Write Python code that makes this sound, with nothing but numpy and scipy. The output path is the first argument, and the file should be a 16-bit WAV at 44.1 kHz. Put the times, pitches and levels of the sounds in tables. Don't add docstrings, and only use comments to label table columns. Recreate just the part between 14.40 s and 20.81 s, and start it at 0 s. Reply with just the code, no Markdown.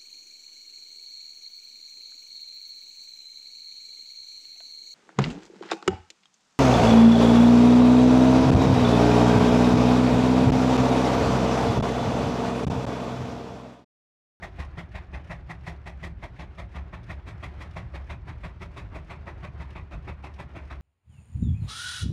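import sys
import numpy as np
from scipy import signal
from scipy.fft import rfft, irfft, next_fast_len
from scipy.io import wavfile
from scipy.ndimage import uniform_filter1d, map_coordinates

SR = 44100
rng = np.random.default_rng(int(sys.argv[2]) if len(sys.argv) > 2 else 0)


def materialize(psi):
    bounded = np.clip(np.atleast_2d(psi).T, -1, 1)
    quanta = np.round(bounded * 32767).astype(np.int16)
    wavfile.write(sys.argv[1], SR, quanta)


N = 282681

# start_s [s], bark_db [dB], hiss_db [dB against the bark]
STROKES = [(0.025, -39.5, -13), (0.191, -38, -14), (0.376, -40, -14.5), (0.548, -37.5, -17.5),
           (0.733, -40.5, -18.5), (0.903, -37, -16.5), (1.095, -40.5, -14.5), (1.268, -37, -11.5),
           (1.462, -41.5, -13.5), (1.632, -38.5, -12), (1.824, -41.5, -15.5), (1.994, -38, -16.5),
           (2.18, -42, -15), (2.349, -40.5, -18), (2.529, -42, -20), (2.696, -38.5, -16),
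           (2.869, -42, -14.5), (3.031, -36.5, -15.5), (3.203, -42, -12.5), (3.364, -37.5, -15),
           (3.539, -41.5, -17), (3.697, -38, -15.5), (3.873, -42.5, -17), (4.036, -40, -16.5),
           (4.21, -42, -13.5), (4.368, -38, -14.5), (4.544, -41.5, -16), (4.7, -39.5, -17.5),
           (4.87, -41, -19), (5.03, -41.5, -18.5), (5.198, -43.5, -17.5), (5.355, -41.5, -21.5),
           (5.516, -43, -18.5), (5.676, -38.5, -21), (5.835, -41, -16.5), (5.988, -39, -15.5),
           (6.151, -43, -19), (6.303, -40, -19.5)]


def amp(db):
    return 10 ** (np.asarray(db) / 20)


def unit(x):
    return x / np.sqrt(np.mean(x ** 2) + 1e-20)


def along(points, hz):
    f, v = np.transpose(points)
    return np.interp(np.log(hz + 1), np.log(f + 1), v)


def curve(points):
    s, value = np.transpose(points)
    return np.interp(np.arange(N) / SR, s, value)


def wobble(rate):
    knots = rng.standard_normal(int(N * rate / SR) + 4)
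    return map_coordinates(knots, [np.arange(N) * rate / SR])


def filtered(x, response):
    m = next_fast_len(N + SR // 2)
    return irfft(rfft(x, m) * response(np.fft.rfftfreq(m, 1 / SR)), m)[:N]


def coloured(x, spectrum):
    top_hz = spectrum[-1][0]
    return unit(filtered(x, lambda hz: amp(along(spectrum, hz)) / np.maximum(hz / top_hz, 1) ** 6))


def noise(spectrum):
    return coloured(rng.standard_normal(N), spectrum)


def resonate(x, modes):
    def response(f):
        total = 0
        for k, (centre, width, db) in enumerate(modes):
            band = 1j * f * width
            total = total + (-1) ** k * amp(db) * band / (centre * centre - f * f + band)
        return total
    return filtered(x, response)


def patchy(x, depth_db):
    z = signal.stft(x, nperseg=1024)[2]
    tint = uniform_filter1d(rng.standard_normal(z.shape), size=5, axis=0)
    tint = uniform_filter1d(tint, size=5, axis=1)
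    return unit(signal.istft(z * amp(depth_db * unit(tint)), nperseg=1024)[1][:N])


def steadied(x):
    power = np.abs(uniform_filter1d(unit(x) ** 2, size=4000))
    return unit(x / np.sqrt(power + 0.014))


def strokes():
    # [dB, only the difference between the ends counts]
    cylinder_ends = [(0.0058, 0, -41), (0.0066, 1.35, -37.5)]
    s, bark_db, _ = np.transpose(STROKES)
    return s, bark_db, *np.array(cylinder_ends)[np.arange(len(s)) % 2].T


def turns():
    s = np.array(STROKES)[1::2, 0]
    return zip(s, np.gradient(s))


def puffs(levels_db, lag, hold, t60, swell=1):
    usual_db, held_s, held_s_per_db = -40, 0.02, 0.003
    flow, t = np.zeros(N), np.arange(N) / SR
    for s, bark_db, opening, db in zip(*strokes()[:3], levels_db):
        held = max(held_s - held_s_per_db * (bark_db - usual_db), 0)
        near = slice(max(int((s - .06) * SR), 0), int((s + .25) * SR))
        age = t[near] - s - lag
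        valve = (1 + np.tanh(age / (swell * opening))) / 2
        flow[near] += valve * amp(db - 60 * np.maximum(age - hold * held, 0) / t60)
    return flow


def rumble():
    # time_s [s], level_db [dB]
    roll_level = [(0, -44), (1.6, -44.3), (2.8, -43.3), (3.8, -41.8), (4.6, -42.8), (5.3, -42.3),
                  (5.8, -45), (6.41, -45)]
    # [dB per Hz, relative]
    draught_colour = [(18, -50), (28, -18), (40, -7), (55, 4.5), (68, -10), (79, -1.5), (92, -2), (102, -3),
                      (125, -4.5), (150, -12), (172, -11), (200, -18.5), (300, -32), (500, -74)]
    drone_colour = [(55, -19.5), (67, -3.5), (70.5, 16.5), (74, -8), (88, -53)]
    roll_surge_db, drone_surge_db = 2.6, 2.5
    drone_db = -1
    roll = steadied(noise(draught_colour)) * amp(roll_surge_db * wobble(16))
    drone = steadied(noise(drone_colour)) * amp(drone_surge_db * wobble(9))
    return amp(curve(roll_level)) * (unit(roll) + amp(drone_db) * unit(drone))


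def plow():
    # [dB, before the soil and crumb offsets]
    drag = [(0.0, -53.5), (0.05, -53), (0.5, -57.5), (1.5, -57), (1.59, -58), (2.62, -57), (3.05, -53),
            (3.21, -52.5), (3.57, -56), (4.19, -57), (4.93, -54), (5.64, -58), (6.09, -55), (6.41, -55)]
    # [dB per Hz, relative]
    soil_colour = [(100, 16), (200, 8), (290, 9), (380, 11), (450, 3), (700, 5.5), (1100, 2), (1600, 0.5),
                   (2300, -4), (3000, -10.5), (4200, -24.5), (6500, -44), (12000, -45)]
    crumb_colour = [(1500, -27), (3500, 5.5), (5500, -2), (7000, -9), (9500, -17), (12000, -23),
                    (14000, -28), (15500, -44)]
    soil_db, crumb_db = 3, -20.5
    drag_db = curve(drag)
    tearing = wobble(30)
    rush = amp(drag_db + soil_db + 1.94 * tearing) * patchy(noise(soil_colour), depth_db=1.0)

    falls = rng.random(N) < 1200 / SR
    sizes = amp(2.3 * rng.standard_exponential(N).clip(0, 3))
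    grains = falls * sizes * rng.standard_normal(N)
    crumble = coloured(unit(grains) + .9 * rng.standard_normal(N), crumb_colour)
    crumble = patchy(crumble, depth_db=1.4)
    return rush + amp(drag_db + crumb_db + 1.6 * tearing + 1.1 * wobble(70)) * crumble


def exhaust():
    # [dB per Hz, relative]
    side_colour = [(120, -26), (250, -2), (320, 2.5), (385, 2), (450, -9), (540, 1), (700, 2.5), (950, 1),
                   (1170, -1), (1430, -8.5), (1850, 0), (2500, -2.5), (2930, -14), (3300, -9.5),
                   (4500, -23.5), (7000, -36)]
    rear_colour = [(120, -22), (250, -2), (320, 3), (385, 3), (455, -10), (610, 3.5), (780, -2.5),
                   (1100, 2), (1400, -2.5), (1650, -6), (2000, 0), (2550, -2.5), (2950, -14), (3900, -17),
                   (6000, -41)]
    hiss_colour = [(2000, -14), (3500, 7.5), (4500, 2.5), (5500, 1), (7500, -6.5), (9300, -8.5),
                   (10400, -15), (11300, -15), (13500, -21.5), (14800, -27), (15600, -30)]
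    # [dB, relative]
    stack_modes = [(689, 41, -7.5), (1910, 72, -8.5), (2095, 20, -9.5)]
    bite_db_per_s = -0.45
    s, bark_db, _, end_bite_db, _ = strokes()
    bite_db = end_bite_db + bite_db_per_s * s
    hiss_db = np.array(STROKES)[:, 2]

    away = np.clip(np.arange(N) / SR / 5, 0, 1)
    jet = np.sqrt(1 - away) * noise(side_colour) + np.sqrt(away) * noise(rear_colour)
    ring = amp(-2 - 12.2 * away) * unit(resonate(rng.standard_normal(N), stack_modes))
    bark = patchy(unit(jet + ring), depth_db=2.04)

    lower = filtered(bark, lambda hz: 1 / (1 + (hz / 1400) ** 6))
    upper = bark - lower
    body = lower * puffs(bark_db - bite_db / 2 + 0.32, lag=-0.00088, hold=0.84, t60=0.19)
    bite = upper * puffs(bark_db + bite_db / 2 + 0.18, lag=0.0014, hold=0.72, t60=0.16, swell=1.1)
    hiss = patchy(noise(hiss_colour), depth_db=1.7)
    hiss = hiss * puffs(bark_db + hiss_db, lag=0.0044, hold=0.58, t60=0.13, swell=1.65)
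    sputter = amp(1.1 * wobble(420) + 1.1 * wobble(100))
    return (body + bite + hiss) * sputter


def field(x):
    # freq_hz [Hz], t60_s [s]
    field_decay = [(100, 1), (600, 0.37), (2200, 0.1), (5000, 0.14), (12000, 0.14), (15000, 0.061)]
    hz, t, z = signal.stft(rng.standard_normal(SR // 2), SR, nperseg=256)
    decay = amp(-60 * t / along(field_decay, hz)[:, None])
    tail = signal.istft(z * decay, SR, nperseg=256)[1]
    delayed = np.pad(x, (int(.015 * SR), 0))
    return signal.fftconvolve(delayed, tail / np.linalg.norm(tail))[:N]


def thumps():
    # [dB, relative]
    smokebox_modes = [(40, 16, -8), (69.6, 8.6, 4), (104, 24, -6), (168, 18, -4)]
    boom_colour = [(20, -30), (45, 3), (110, -1), (200, 1.5), (450, -23), (1500, -55)]
    boom_db, loss_db_per_s = -44.3, -1.1
    s, *_, end_db = strokes()
    thump_db = end_db + loss_db_per_s * s
    shoves = np.zeros(N)
    times = s + rng.normal(0, .002, len(s))
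    shoves[np.clip((times * SR).astype(int), 0, N - 1)] = amp(thump_db)
    eddies = rng.standard_normal(N) * puffs(thump_db, lag=-0.0086, hold=0.96, t60=0.33)
    boom = resonate(unit(shoves) + 1.37 * unit(eddies), smokebox_modes)
    return amp(boom_db) * coloured(boom, boom_colour)


def ironwork():
    # [dB, ring over scrape before the final trims]
    clink_places = [(-0.167, -70, -1), (-0.09, -73.5, 4), (0.16, -76, 7), (0.47, -74, -2)]
    # [dB, before the final trims]
    hard_knocks = [(0.2468, -62, 8), (0.8445, -68, 0), (2.1485, -68, 3), (2.631, -65, -4), (3.308, -65, 0),
                   (5.3043, -62, -4), (5.9386, -63, 0)]
    # [dB per Hz, relative]
    scrape_colour = [(900, -12), (2500, 10.5), (5500, -1), (7500, -14), (10000, -16), (12500, -21)]
    # [dB, relative]
    iron_modes = [(2500, 400, 0.5), (5400, 330, -3), (6300, 400, -7), (9500, 500, -15)]
    scatter_db, growth_db_per_s = 2, 0.7
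    t = np.arange(N) / SR
    contacts = []
    for s, turn_s in turns():
        for place, db, ring_db in clink_places:
            level_db = db + growth_db_per_s * (s - t.mean()) + scatter_db * rng.standard_normal()
            contacts.append((s + place * turn_s, level_db, ring_db))

    scrape, ring = np.zeros(N), np.zeros(N)
    for s, db, ring_db in contacts + list(hard_knocks):
        near = slice(int(s * SR), int(s * SR) + SR // 10)
        age = np.maximum(t[near] - s, 0)
        contact = amp(db - 60 * age / 0.058) * (1 - np.exp(-age / 0.0018))
        scrape[near] += contact * amp(-ring_db / 2)
        ring[near] += contact * amp(ring_db / 2)
    iron = unit(resonate(rng.standard_normal(N), iron_modes))
    return amp(5.5) * scrape * noise(scrape_colour) + amp(1.5) * ring * iron


def wisps():
    # [dB per Hz, relative]
    wisp_colour = [(800, -24), (1700, 3.5), (2700, -2), (3500, -12.5), (5500, -19), (9500, -29.5),
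                   (15000, -44)]
    wisp_db, loss_db_per_s = -57, -0.8
    lead_s, width_s = 0.02, 0.016
    t = np.arange(N) / SR
    leak = sum(np.exp(-((t - s + lead_s) / width_s) ** 2) for s, _ in turns())
    return amp(wisp_db + loss_db_per_s * t) * leak * noise(wisp_colour)


def scene():
    steam = exhaust() + wisps()
    return (steam + amp(-18) * field(steam) + thumps() + rumble() + plow() + ironwork())[None]


def record(dry):
    low_cut_hz, top_hz = 26, 15600
    return filtered(dry[0], lambda hz: (hz < top_hz) * (1 - 1 / (1 + (hz / low_cut_hz) ** 6)))[None]


dry = scene()
out = record(dry)
materialize(out)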